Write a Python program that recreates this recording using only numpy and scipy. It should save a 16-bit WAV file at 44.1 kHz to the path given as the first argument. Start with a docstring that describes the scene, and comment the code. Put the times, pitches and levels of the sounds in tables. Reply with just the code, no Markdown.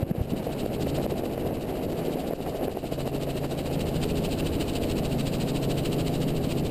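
"""Downwash thuds and slaps on the microphone as a light two-bladed piston helicopter lifts off and climbs.
Each main blade passes with a thump and a swish, louder as the rotors work harder. Exhaust and tail rotor
drone, coloured by their ground echo. All is heard from a small camera on the hull, which limits the
peaks and samples coarsely, mirroring the sound into the treble."""
import sys
import numpy as np
from scipy import signal
from scipy.fft import rfft, irfft, next_fast_len
from scipy.io import wavfile
from scipy.ndimage import uniform_filter1d

SR = 44100
rng = np.random.default_rng(int(sys.argv[2]) if len(sys.argv) > 2 else 0)


def materialize(psi):
    """Save the field psi as 16-bit PCM at rate SR to the path in sys.argv[1].

    A 1-D psi becomes a single channel; in a 2-D psi each row is a channel.
    """
    bounded = np.clip(np.atleast_2d(psi).T, -1, 1)
    quanta = np.round(bounded * 32767).astype(np.int16)
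    wavfile.write(sys.argv[1], SR, quanta)


N = 295470
TIME_S = np.arange(N) / SR
BLADE_HZ, FIRST_PASS_S = 13.694, .016


def blade_phase():
    """Position of the nearest main blade in passages: 0 overhead, -0.5 to 0.5."""
    return ((TIME_S - FIRST_PASS_S) * BLADE_HZ + .5) % 1 - .5


def blade_thump(effort_db, gain_db=-29):
    """Pressure dips ahead of a blade, rises under it and falls into suction behind it."""
    def lobe(at, width):
        return np.exp(-((blade_phase() - at) / width) ** 2)

    dip = lobe(at=-0.04, width=0.061)
    push = 1.4 * lobe(at=-0.0033, width=0.058)
    suction = 0.91 * lobe(at=0.21, width=0.08)
    pressure = push - dip - suction
    return from_db(gain_db + 0.98 * effort_db + 0.56 * drift(7.4)) * (pressure - pressure.mean())


# Blade hiss spectrum: (frequency [Hz], density [dB])
SWISH_SPECTRUM = [(300, -1), (1100, -5), (1800, -9.5), (2300, -4.5), (2700, 2), (3000, 2), (3450, -4),
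                  (3900, 0.5), (4300, -2), (4700, -2), (5300, -8.5), (6000, -8.5)]


def blade_swish(effort_db, peak_db=-36, lag_s=0.0015, rise_s=0.023, fall_s=0.017):
    """Hiss swells with every blade, deeper under load, and tears as vortices break."""
    from_peak_s = blade_phase() / BLADE_HZ - lag_s
    width_s = np.where(from_peak_s < 0, rise_s, fall_s)
    swell = np.exp(-np.abs(from_peak_s / width_s) ** 2.12)
    depth_db = 14.5 + 0.31 * effort_db
    level_db = peak_db + effort_db + depth_db * (swell - 1)
    uneven_db = 1.3 * drift(15)
    tearing_db = 1.53 * drift(190)
    return from_db(level_db + uneven_db + tearing_db) * noise(SWISH_SPECTRUM)


# Exhaust lines, halves from the two cylinder banks: (multiple of firing rate [1], level [dB])
EXHAUST_LINES = [(1, 1.5), (1.5, -11), (2, -3.5), (2.5, -14.5), (3, -3.5), (3.5, -9), (4, -23.5),
                 (4.5, -31), (5, -16), (6, -29), (6.5, -26), (8, -28.5)]


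def exhaust(effort_db, firing_hz=137.0, gain_db=-39.5):
    """The cylinders' firing pulses merge into a drone that grows with effort."""
    tone = drone(firing_hz, EXHAUST_LINES, sway=0.022, jitter_s=4e-5)
    return from_db(gain_db + 0.89 * effort_db) * tone


# Tail rotor lines: (multiple of its blade rate [1], level [dB])
TAIL_LINES = [(1, -1), (2, 2.5), (3, -2.5), (4, -5.5), (5, -15.5), (6, -24), (7, -28), (8, -28), (9, -32),
              (13, -25)]


def tail_rotor(effort_db, blade_hz=81.42, gain_db=-42):
    """The tail blades' fast pressure pulses drone from a little higher up."""
    tone = drone(blade_hz, TAIL_LINES, sway=.05, jitter_s=6e-5, above_m=.2)
    return from_db(gain_db + effort_db) * tone


# Climb above the ground: (time [s], height [m])
HEIGHT_M = [(0, 2.15), (.85, 2.49), (2.3, 3.15), (3.2, 3.75), (4.15, 4.14), (4.55, 4.4), (4.9, 4.62),
            (5.6, 5.0), (6.7, 5.12)]


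def drone(rate_hz, lines, sway, jitter_s, above_m=0, echo_gain=0.73, sound_m_per_s=343):
    """Pulses smeared by the hull and shaken by moving air; the ground echo lifts and dips each line."""
    (height_m,) = curves(HEIGHT_M)
    echo_s = 2 * (height_m + above_m) / sound_m_per_s
    base_rad = 2 * np.pi * rate_hz * (TIME_S + jitter_s * drift(3.3))
    out = np.zeros(N)
    for (multiple, level_db), smear_rad in zip(lines, rng.uniform(0, 2 * np.pi, len(lines))):
        spread = sway * multiple
        phase_rad = multiple * base_rad + smear_rad + spread * drift(1.8)
        amplitude = from_db(level_db) * (1 + spread * drift(1.4))
        echo = echo_gain * np.cos(phase_rad - 2 * np.pi * multiple * rate_hz * echo_s)
        out += amplitude * (np.cos(phase_rad) + echo)
    return np.sqrt(2) * out


# Air over the hull: (time [s], level [dB], gustiness [dB])
HULL_AIRFLOW = [(0, -31, 0.5), (.7, -32, 4), (2.2, -31, 1), (2.85, -32.5, 3), (3.4, -31.5, 2.5),
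                (4.1, -32, 1.5), (6.7, -33, 0)]
# Gusts near the ground, and brief dips in the rush as the limiter recovers from loud eddies:
# (time [s], level change [dB])
GUSTS_AND_DIPS = [(.25, -6.5), (.44, 0.5), (.97, 4), (1.22, 2), (1.45, 3.5), (1.7, 2), (2.03, 2.5),
                  (2.39, -7), (2.67, 2), (2.82, -3.5)]
# Rushing air spectrum: (frequency [Hz], density [dB])
WASH_SPECTRUM = [(40, -5), (70, -16.5), (130, -8), (280, 0.5), (450, -1), (650, -3), (800, -10.5),
                 (950, -19.5), (1500, -26), (2200, -27), (2900, -26.5), (3500, -40.5), (5500, -39.5)]


def downwash(change_width_s=0.049):
    """Air rushes over the hull and rumbles at the microphone, gusty low down, smoother in the climb."""
    air_db, gustiness_db = curves(HULL_AIRFLOW)
    change_db = sum(db * np.exp(-((TIME_S - at_s) / change_width_s) ** 2) for at_s, db in GUSTS_AND_DIPS)
    lumps = from_db(gustiness_db * drift(90) - gustiness_db ** 2 * np.log(10) / 20)  # mean power 1
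    rush = from_db(air_db + change_db + throb_db()) * lumps * noise(WASH_SPECTRUM)
    return rush + port_rumble(gustiness_db)


def throb_db(start_s=2.27, end_s=3.69, fade_s=0.027, in_step_s=3.51, swing_db=4, rest_db=-0.03):
    """The downwash beats with the blades while the craft gathers speed; the beat slips steadily later."""
    gate = (np.tanh((TIME_S - start_s) / fade_s) - np.tanh((TIME_S - end_s) / fade_s)) / 2
    slip_passages = 0.35 * (np.clip(TIME_S, start_s, end_s) - in_step_s)
    return (rest_db + swing_db * gate) * np.cos(2 * np.pi * (blade_phase() - slip_passages))


# Eddies striking the microphone: (time [s], peak level [dB], pitch [Hz])
EDDY_HITS = [(.034, -5.5, 113), (.116, -3.5, 168), (.152, -15.5, 444), (.185, -19.5, 122),
             (.214, -15, 87.5), (.324, -18.5, 146), (0.337, -12, 250), (.472, -18, 450), (.663, -8, 466),
             (1.065, -7, 460), (1.237, -16, 480), (1.865, -18, 355), (2.084, -17, 314), (2.158, -16, 348),
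             (2.310, -16, 505), (2.336, -10, 443), (2.405, -19.5, 490), (2.487, -20, 393), (2.683, -7, 484),
             (2.773, -12.5, 490), (3.077, -11.5, 545)]


def eddies(width_cycles=0.53, raggedness=0.14):
    """Each eddy shoves the air at the port to and fro for a cycle or two: big ones thud, small slap."""
    out = np.zeros(N)
    rough = raggedness * noise(WASH_SPECTRUM)
    for (at_s, peak_db, pitch_hz), phase_cycles in zip(EDDY_HITS, rng.random(len(EDDY_HITS))):
        width_s = width_cycles / pitch_hz
        near = np.abs(TIME_S - at_s) < 4 * width_s
        from_peak_s = TIME_S[near] - at_s
        envelope = from_db(peak_db) * np.exp(-(from_peak_s / width_s) ** 2)
        shove = np.sin(2 * np.pi * (pitch_hz * from_peak_s + phase_cycles))
        out[near] += envelope * (shove + rough[near])
    return out


# Turbulence at the microphone port: (time [s], level [dB])
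RUMBLE_DB = [(.3, -38), (.6, -34), (1.0, -34), (1.12, -36), (1.8, -35.5), (2.4, -41), (2.8, -42.5),
             (3.5, -44), (3.9, -34.5), (4.7, -33), (6.7, -31.5)]
# Turbulence spectrum: (frequency [Hz], density [dB])
RUMBLE_SPECTRUM = [(14, -2), (35, -16), (70, -1.5), (130, -1.5), (220, 1), (370, -8.5), (600, -25),
                   (1200, -32.5)]


def port_rumble(gustiness_db):
    """Deep turbulence at the microphone port, wavering with the gustiness."""
    (level_db,) = curves(RUMBLE_DB)
    return from_db(level_db + gustiness_db * drift(11)) * noise(RUMBLE_SPECTRUM)


def from_db(db):
    return 10 ** (np.asarray(db) / 20)


def unit_rms(x):
    return x / np.sqrt(np.mean(x ** 2) + 1e-20)


def curves(rows):
    """A time table's value columns at every sample."""
    times_s, *columns = np.transpose(rows)
    return [np.interp(TIME_S, times_s, column) for column in columns]


def drift(rate_hz, hop=40, settle=2000):
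    """Smooth random wander below about rate_hz; rms 1."""
    pole = np.exp(-2 * np.pi * rate_hz * hop / SR)
    white = rng.standard_normal(N // hop + settle + 2)
    slow = signal.lfilter([1], [1, -2 * pole, pole * pole], white)[settle:]
    return np.interp(np.arange(N) / hop, np.arange(len(slow)), unit_rms(slow))


def noise(spectrum):
    """Noise with the given spectrum, rolled off beyond both ends; rms 1."""
    hz, db = np.transpose(spectrum)
    size = next_fast_len(N)
    bin_hz = np.arange(size // 2 + 1) * SR / size + 1e-6
    gain = from_db(np.interp(np.log(bin_hz), np.log(hz), db))
    gain /= np.sqrt(1 + (hz[0] / bin_hz / 2) ** 4 + (bin_hz / hz[-1] / 1.3) ** 12)
    return unit_rms(irfft(rfft(rng.standard_normal(size)) * gain, size)[:N])


# Rotor effort relative to the steady climb: (time [s], level [dB])
EFFORT_DB = [(.15, -12.5), (.4, -9), (.85, -3.8), (1.04, -3), (1.13, -8.5), (1.6, -11), (2.0, -7.5),
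             (2.8, -10), (3.02, -3), (3.65, -4.5), (4.1, 1.5), (4.65, 0), (5.05, 1.1), (5.45, -0.8),
             (5.8, -0.2), (6.7, -1.6)]


def scene():
    """Main rotor, exhaust, tail rotor and moving air at one microphone."""
    (effort_db,) = curves(EFFORT_DB)
    drones = exhaust(effort_db) + tail_rotor(effort_db)
    main_rotor = blade_thump(effort_db) + blade_swish(effort_db)
    return (main_rotor + drones + downwash() + eddies())[None]


def limiter(x, ceiling, release_db_per_s=153):
    """Peaks over the ceiling pull the gain down at once; it recovers steadily."""
    over_db = 20 * np.log10(np.maximum(np.abs(x) / ceiling, 1))
    ramp_db = release_db_per_s * TIME_S
    cut_db = np.maximum.accumulate(over_db + ramp_db, axis=-1) - ramp_db
    return x * from_db(-uniform_filter1d(cut_db, size=24, axis=-1))


def record(dry):
    """The camera limits, samples and holds at 12 kHz, mirroring the sound upward, then cuts the top."""
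    ceiling = 0.15
    at_12khz = signal.resample_poly(limiter(dry, ceiling), 40, 147, axis=-1)
    held_48khz = np.repeat(np.clip(at_12khz, -ceiling, ceiling), 4, axis=-1)
    mirrored = signal.resample_poly(held_48khz, 147, 160, axis=-1)[:, :N]
    lowpass = signal.ellip(12, .2, 80, 15300, fs=SR, output="sos")
    return signal.sosfilt(lowpass, mirrored)


dry = scene()
out = record(dry)
materialize(out)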